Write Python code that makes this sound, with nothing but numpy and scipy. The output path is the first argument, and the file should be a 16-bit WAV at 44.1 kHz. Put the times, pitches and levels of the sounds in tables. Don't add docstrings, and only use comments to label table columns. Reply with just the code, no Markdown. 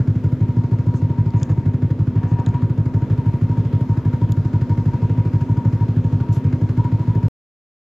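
import sys
import numpy as np
from scipy import signal
from scipy.io import wavfile
from scipy.ndimage import uniform_filter1d

SR = 44100
rng = np.random.default_rng(int(sys.argv[2]) if len(sys.argv) > 2 else 0)


def generate_wav(signal):
    frames = np.transpose(np.atleast_2d(signal))
    scaled = np.clip(frames, -1, 1) * 32767
    pcm = np.round(scaled).astype(np.int16)
    wavfile.write(sys.argv[1], SR, pcm)


N = 350595

HOT_RETURN, COLD_RETURN = .36, .2


def silencer():
    port_s, _, first_db, gap_s, second_db = turns()
    times_s = np.r_[port_s, port_s - .003]
    sizes = undb(np.r_[first_db + 62, first_db + 46])
    cold = thump(times_s, sizes, 0.69, COLD_RETURN)
    hot = thump(port_s + gap_s, undb(second_db + 61), 1.25, HOT_RETURN)
    return cold + hot


# [centre_hz, width_hz]
CHAMBER_MODES = [(87, 31), (130, 19)]
# [centre_hz, width_hz, gain_db]
SHELL_MODES = [(61.2, 8.3, -29), (175, 21, -33), (248.9, 4.5, -24.5), (296, 22, -30.5), (347.7, 20, -41)]
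PIPE_MS = 18.7


def thump(times_s, sizes, rise_ms, return_gain):
    push = np.diff(puffs(times_s, sizes, rise_ms), prepend=0)
    push = uniform_filter1d(push, size=55)
    out = ring(ring(push, *CHAMBER_MODES[0]), *CHAMBER_MODES[1])
    out = out - sum(undb(db) * ring(push, hz, width_hz) for hz, width_hz, db in SHELL_MODES)
    lag = int(PIPE_MS * SR / 1000)
    echo = out
    for _ in range(3):
        echo = return_gain * np.r_[np.zeros(lag), echo[:-lag]]
        out = out + echo
    return out


FIRING_TIMES = [-0.077, 0.0785, 0.2433, 0.4102, 0.5685, 0.717, 0.868, 1.0223, 1.1836, 1.3418, 1.4983,
                1.6613, 1.8253, 1.9949, 2.1585, 2.3162, 2.4694, 2.6239, 2.7811, 2.9435, 3.104, 3.2628,
                3.4183, 3.5767, 3.7319, 3.8951, 4.0554, 4.2181, 4.3725, 4.5368, 4.699, 4.8606, 5.0225,
                5.1789, 5.3355, 5.4962, 5.6538, 5.8085, 5.9675, 6.1268, 6.2906, 6.4472, 6.6172, 6.7754,
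                6.9231, 7.0777, 7.2336]
# [start_s, second_thump_db]
PARTIAL_FIRINGS = [(1.263, -6), (1.908, -13), (2.076, -13.5), (2.235, -7), (3.498, -5.5), (4.295, -2.5),
                   (4.452, -14), (4.781, -4.5), (5.099, -3), (5.255, -5.5), (5.729, -4.5), (5.886, -6.5),
                   (6.046, -3.5), (6.529, -10.5), (6.696, -10.5), (6.848, -17), (7.156, -1.5)]
TURN_MS = 79
LIT_SHARE, RELIGHT_SHARE = .491, .008
BURN_SHARE = .1148
LIT_THUMP_DB, LIT_BURN_DB, UNLIT_BURN_DB = .5, -.65, -25
UNLIT_THUMP_DB, THUMP_DB_PER_MS = 0, .2


def turns():
    lit_s = np.ravel(FIRING_TIMES)
    pair_s = np.diff(lit_s, append=lit_s[-1] + 2 * TURN_MS / 1000)
    again_db = np.full(len(lit_s), 1. * UNLIT_BURN_DB)
    relight_s, relight_db = np.transpose(PARTIAL_FIRINGS)
    again_db[np.searchsorted(lit_s, relight_s) - 1] = relight_db
    quick_s = pair_s * (LIT_SHARE + RELIGHT_SHARE * undb(again_db))
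    gap_s = BURN_SHARE * pair_s
    same = np.ones(len(lit_s))
    between_db = UNLIT_THUMP_DB + THUMP_DB_PER_MS * (1000 * quick_s - TURN_MS)
    fired = [lit_s, quick_s, LIT_THUMP_DB * same, gap_s, LIT_BURN_DB * same]
    between = [lit_s + quick_s, pair_s - quick_s, between_db, gap_s, again_db]
    return np.stack([fired, between], axis=2).reshape(len(fired), -1)[:, 1:-1]


def puffs(times_s, sizes, rise_ms):
    x = np.zeros(N)
    index = np.clip((np.asarray(times_s) * SR).astype(int), 0, N - 1)
    np.add.at(x, index, sizes)
    pole = np.exp(-1000 / (rise_ms * SR))
    return signal.lfilter([0, (1 - pole) * pole], [1, -2 * pole, pole ** 2], x)


def port_flow():
    port_s, _, _, _, second_db = turns()
    scatter = undb(2 * rng.standard_normal((len(port_s), 2)))
    first = puffs(port_s - .007, scatter[:, 0], 4.34) / 5
    second_sizes = (1 + undb(second_db)) * 0.24 * scatter[:, 1]
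    flow = first + puffs(port_s + 0.011, second_sizes, 6.9) / 6.9
    return flow / np.percentile(flow, 97)


# [centre_hz, density_db_per_hz]
GAS_SPECTRUM = [(120, -30), (200, -1.5), (263, -5), (400, -12), (586, -17), (702, -33), (940, -26),
                (1680, -33), (4420, -48), (6720, -51.5), (8990, -68.5), (11400, -52), (15500, -78)]
# [time_s, change_db]
GAS_SWELL = [(0, 1), (.6, 0), (1.2, -0.5), (2, -0.5), (2.7, 0), (3.2, 1), (4, 2), (5, 2), (6, 1.5),
             (7.3, 2)]
# [centre_hz, side_minus_mid_db]
GAS_SIDE = [(200, -30), (420, -28), (700, -11), (1300, -7), (2400, -6), (4400, -3), (8000, -3), (15000, -1)]
# [centre_hz, left_minus_right_db]
GAS_LEFT = [(200, 0), (420, 0), (700, 3), (1300, 1), (2400, 2), (4400, 3), (15000, 1.5)]
GAS_DB = -33.5


def gas(flow):
    out, swell_db = 0, curve(GAS_SWELL)
    for hz in 200 * 2 ** np.arange(0, 6.4, 1 / 3):
        mid, side = (band(rng.standard_normal(N), hz, hz / 3) for _ in range(2))
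        gate = 1 + 0.93 * min(hz / 700, 1) * flow
        side = undb(over(GAS_SIDE, hz) - 0.5) * side
        both = pan(mid, over(GAS_LEFT, hz)) + opposed(side)
        band_db = over(GAS_SPECTRUM, hz) + 1.5 * walk(13) + min(hz / 1500, 1) * swell_db
        out = out + undb(band_db) * gate * both
    return level(out, GAS_DB)


# [centre_hz, width_hz, level_db]
CASING_MODES = [(1464, 170, -60.5), (1646, 260, -62), (2060, 190, -68), (4920, 170, -76), (6870, 810, -78),
                (11090, 600, -83.5)]
# [start_s, end_s, level_db]
PANEL_BUZZES = [(1.32, 1.54, -46.5), (2.15, 2.62, -45)]
# [centre_hz, width_hz, level_db]
PANEL_MODES = [(540, 200, 0), (720, 160, 1), (1130, 200, -1), (1700, 450, -3), (2300, 600, -10)]


def knocks(flow):
    shake = flow * rng.standard_normal(N)
    casing = modes(shake, CASING_MODES)
    shake = (0.64 + flow) * rng.standard_normal(N)
    panel = level(modes(shake, PANEL_MODES), 0)
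    loose = sum(undb(db) * span(start_s, end_s, .015) for start_s, end_s, db in PANEL_BUZZES)
    return pan(casing * undb(curve(GAS_SWELL)), 3) + pan(panel * loose, 0.7)


WHISTLE_HZ, WHISTLE_HZ_PER_DB, WHISTLE_MID_DB = 942, 1.5, -45
WHISTLE_LEFT_DB, FLUTTER_DB = 4.6, 2.5


def whistle():
    db = blowing() + FLUTTER_DB * walk(30)
    pitch_hz = WHISTLE_HZ + WHISTLE_HZ_PER_DB * (db - WHISTLE_MID_DB) + 12 * walk(45)
    tone = np.sqrt(2) * np.sin(2 * np.pi * np.cumsum(pitch_hz) / SR) * undb(2 * walk(50))
    edge = level(band(rng.standard_normal(N), WHISTLE_HZ, 60), -3.5)
    return pan((tone + edge) * undb(db), WHISTLE_LEFT_DB)


# [time_s, level_db]
WHISTLE_STRENGTH = [(0, -47), (.35, -46), (.45, -44), (.7, -48.5), (1.05, -42.5), (1.45, -42), (1.6, -45.5),
                    (2.05, -45.5), (2.4, -41), (2.85, -45.5), (3.3, -42.5), (6.4, -42.5), (6.55, -48.5),
                    (6.65, -40.5), (7.3, -42)]
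WHISTLE_DB_PER_MS = -.75
SAG_LIT_DB, SAG_UNLIT_DB = -6, -12


def blowing():
    _, _, _, gap_s, second_db = turns()
    sag_db = SAG_UNLIT_DB + (SAG_LIT_DB - SAG_UNLIT_DB) * undb(second_db)
    mean_turn_ms = 1000 * gap_s / BURN_SHARE / 2
    speed_db = WHISTLE_DB_PER_MS * (mean_turn_ms - TURN_MS)
    return curve(WHISTLE_STRENGTH) + turn_curve(np.c_[speed_db, speed_db, speed_db + sag_db])


SAG_FROM, SAG_DEEPEST = .4, .78


def turn_curve(values):
    port_s, length_s, _, _, _ = turns()
    knots_s = np.c_[port_s, port_s + SAG_FROM * length_s, port_s + SAG_DEEPEST * length_s]
    return curve(np.c_[knots_s.ravel(), values.ravel()])


HUM_HZ, HUM_DB = 251, -32.5
HUM_LATE_DB = 4
RUMBLE_DB = -32


def hum():
    pitch_hz = HUM_HZ + 3 * walk(11)
    tone = np.sin(2 * np.pi * np.cumsum(pitch_hz) / SR) * undb(1.8 * walk(8) + HUM_LATE_DB * late())
    rumble = band(rng.standard_normal(N), 120, 110)
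    apart = band(rng.standard_normal(N), 110, 90)
    return level(tone, HUM_DB) + level(rumble, RUMBLE_DB) + opposed(level(apart, -48.5))


def late():
    second_db = turns()[4]
    return turn_curve(np.outer(1 - undb(second_db), [0, 0, 1]))


# [start_s, level_db, left_minus_right_db, mode1_db, mode2_db, mode4_db]
CAMERA_TICKS = [(1.3056, -50, 5.5, 2, 10, -22), (1.399, -48.5, 8.5, -4, 7.5, -26),
                (1.4311, -21.5, -4.5, -5.5, -5, -23.5), (2.3997, -41.5, 5.5, 2, -12, -24),
                (2.463, -31.5, 3, 6, -11.5, -22.5), (2.49, -40.5, 0.5, -2, -4, -13.5),
                (4.3185, -43, -8, -13, -22, 3), (4.3214, -30.5, 4, 2, -2, -2.5)]
# [centre_hz, width_hz]
BODY_MODES = [(3600, 860), (5000, 1160), (6800, 630), (12500, 2200)]


def ticks():
    out = np.zeros((2, N))
    for start_s, db, left_db, low_db, mid_db, top_db in CAMERA_TICKS:
        tap = rng.standard_normal(1300) * np.exp(-np.arange(1300) / 18)
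        rings = [band(tap, hz, width_hz) for hz, width_hz in BODY_MODES]
        gains_db = (low_db, mid_db, 0, top_db)
        sound = sum(undb(g) * r / np.abs(r).max() for g, r in zip(gains_db, rings))
        i = int(start_s * SR)
        out[:, i:i + 1300] += pan(undb(db - 3.0) * sound, left_db)
    return out


# [start_s, end_s, start_level_db, centre_hz, width_hz]
GLOVE_CREAKS = [(0.95, 1.014, -54, 6340, 2500), (1.365, 1.486, -57, 6600, 1200),
                (1.488, 1.537, -57.5, 6740, 1200), (2.275, 2.354, -58.5, 6560, 1536),
                (2.456, 2.562, -65.5, 6860, 1000), (6.319, 6.387, -54, 3460, 2520),
                (6.32, 6.388, -51, 6500, 2510), (6.318, 6.41, -59, 11200, 2210)]


def creaks():
    out = np.zeros((2, N))
    for start_s, end_s, db, hz, width_hz in GLOVE_CREAKS:
        grains = rng.standard_normal((2, N)) * undb(2 * walk(60))
        pair = grains[0] + opposed(0.43 * grains[1])
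        gain = span(start_s, end_s, 0.0072) * undb(-9 * fade(start_s, end_s))
        out += gain * level(band(pair, hz, width_hz), db)
    return out


def undb(db):
    return 10 ** (np.asarray(db) / 20)


def level(x, db):
    return x * undb(db) / np.sqrt(np.mean(x ** 2))


def ring(x, hz, width_hz):
    return signal.lfilter(*signal.iirpeak(hz, hz / width_hz, fs=SR), x)


def band(x, hz, width_hz):
    return ring(ring(x, hz, width_hz), hz, width_hz)


def modes(x, table):
    return sum(level(band(x, hz, width_hz), db) for hz, width_hz, db in table)


def curve(table):
    time_s, value = np.transpose(table)
    return np.interp(np.arange(N) / SR, time_s, value)


def over(table, hz):
    table_hz, value = np.transpose(table)
    return np.interp(np.log(hz), np.log(table_hz), value)


def pan(x, left_db):
    return x * undb(np.array([[left_db / 2], [-left_db / 2]]))


def opposed(x):
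    return x * np.array([[1], [-1]])


def walk(rate_hz):
    k = int(SR / rate_hz)
    held = np.repeat(rng.standard_normal(N // k + 1), k)
    return 1.302 * uniform_filter1d(uniform_filter1d(held, k), k)[:N]


def fade(start_s, end_s):
    return np.clip((np.arange(N) / SR - start_s) / (end_s - start_s), 0, 1)


def span(start_s, end_s, edge_s):
    t = np.arange(N) / SR
    return np.clip(np.minimum(t - start_s, end_s - t) / edge_s, 0, 1)


def scene():
    flow = port_flow()
    return silencer() + hum() + gas(flow) + knocks(flow) + whistle() + ticks() + creaks()


# [centre_hz, width_hz, share_removed]
MIC_DIPS = [(2850, 69, 0.33), (9030, 1800, 1)]
END_S, TOP_HZ = 7.2835, 15700


def record(dry):
    x = signal.sosfilt(signal.butter(2, 42, "high", fs=SR, output="sos"), dry)
    for hz, width_hz, share in MIC_DIPS:
        x = x - share * ring(x, hz, width_hz)
    x = x * (np.arange(N) < END_S * SR)
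    return signal.sosfilt(signal.ellip(8, .2, 70, TOP_HZ, fs=SR, output="sos"), x)


dry = scene()
out = record(dry)
generate_wav(out)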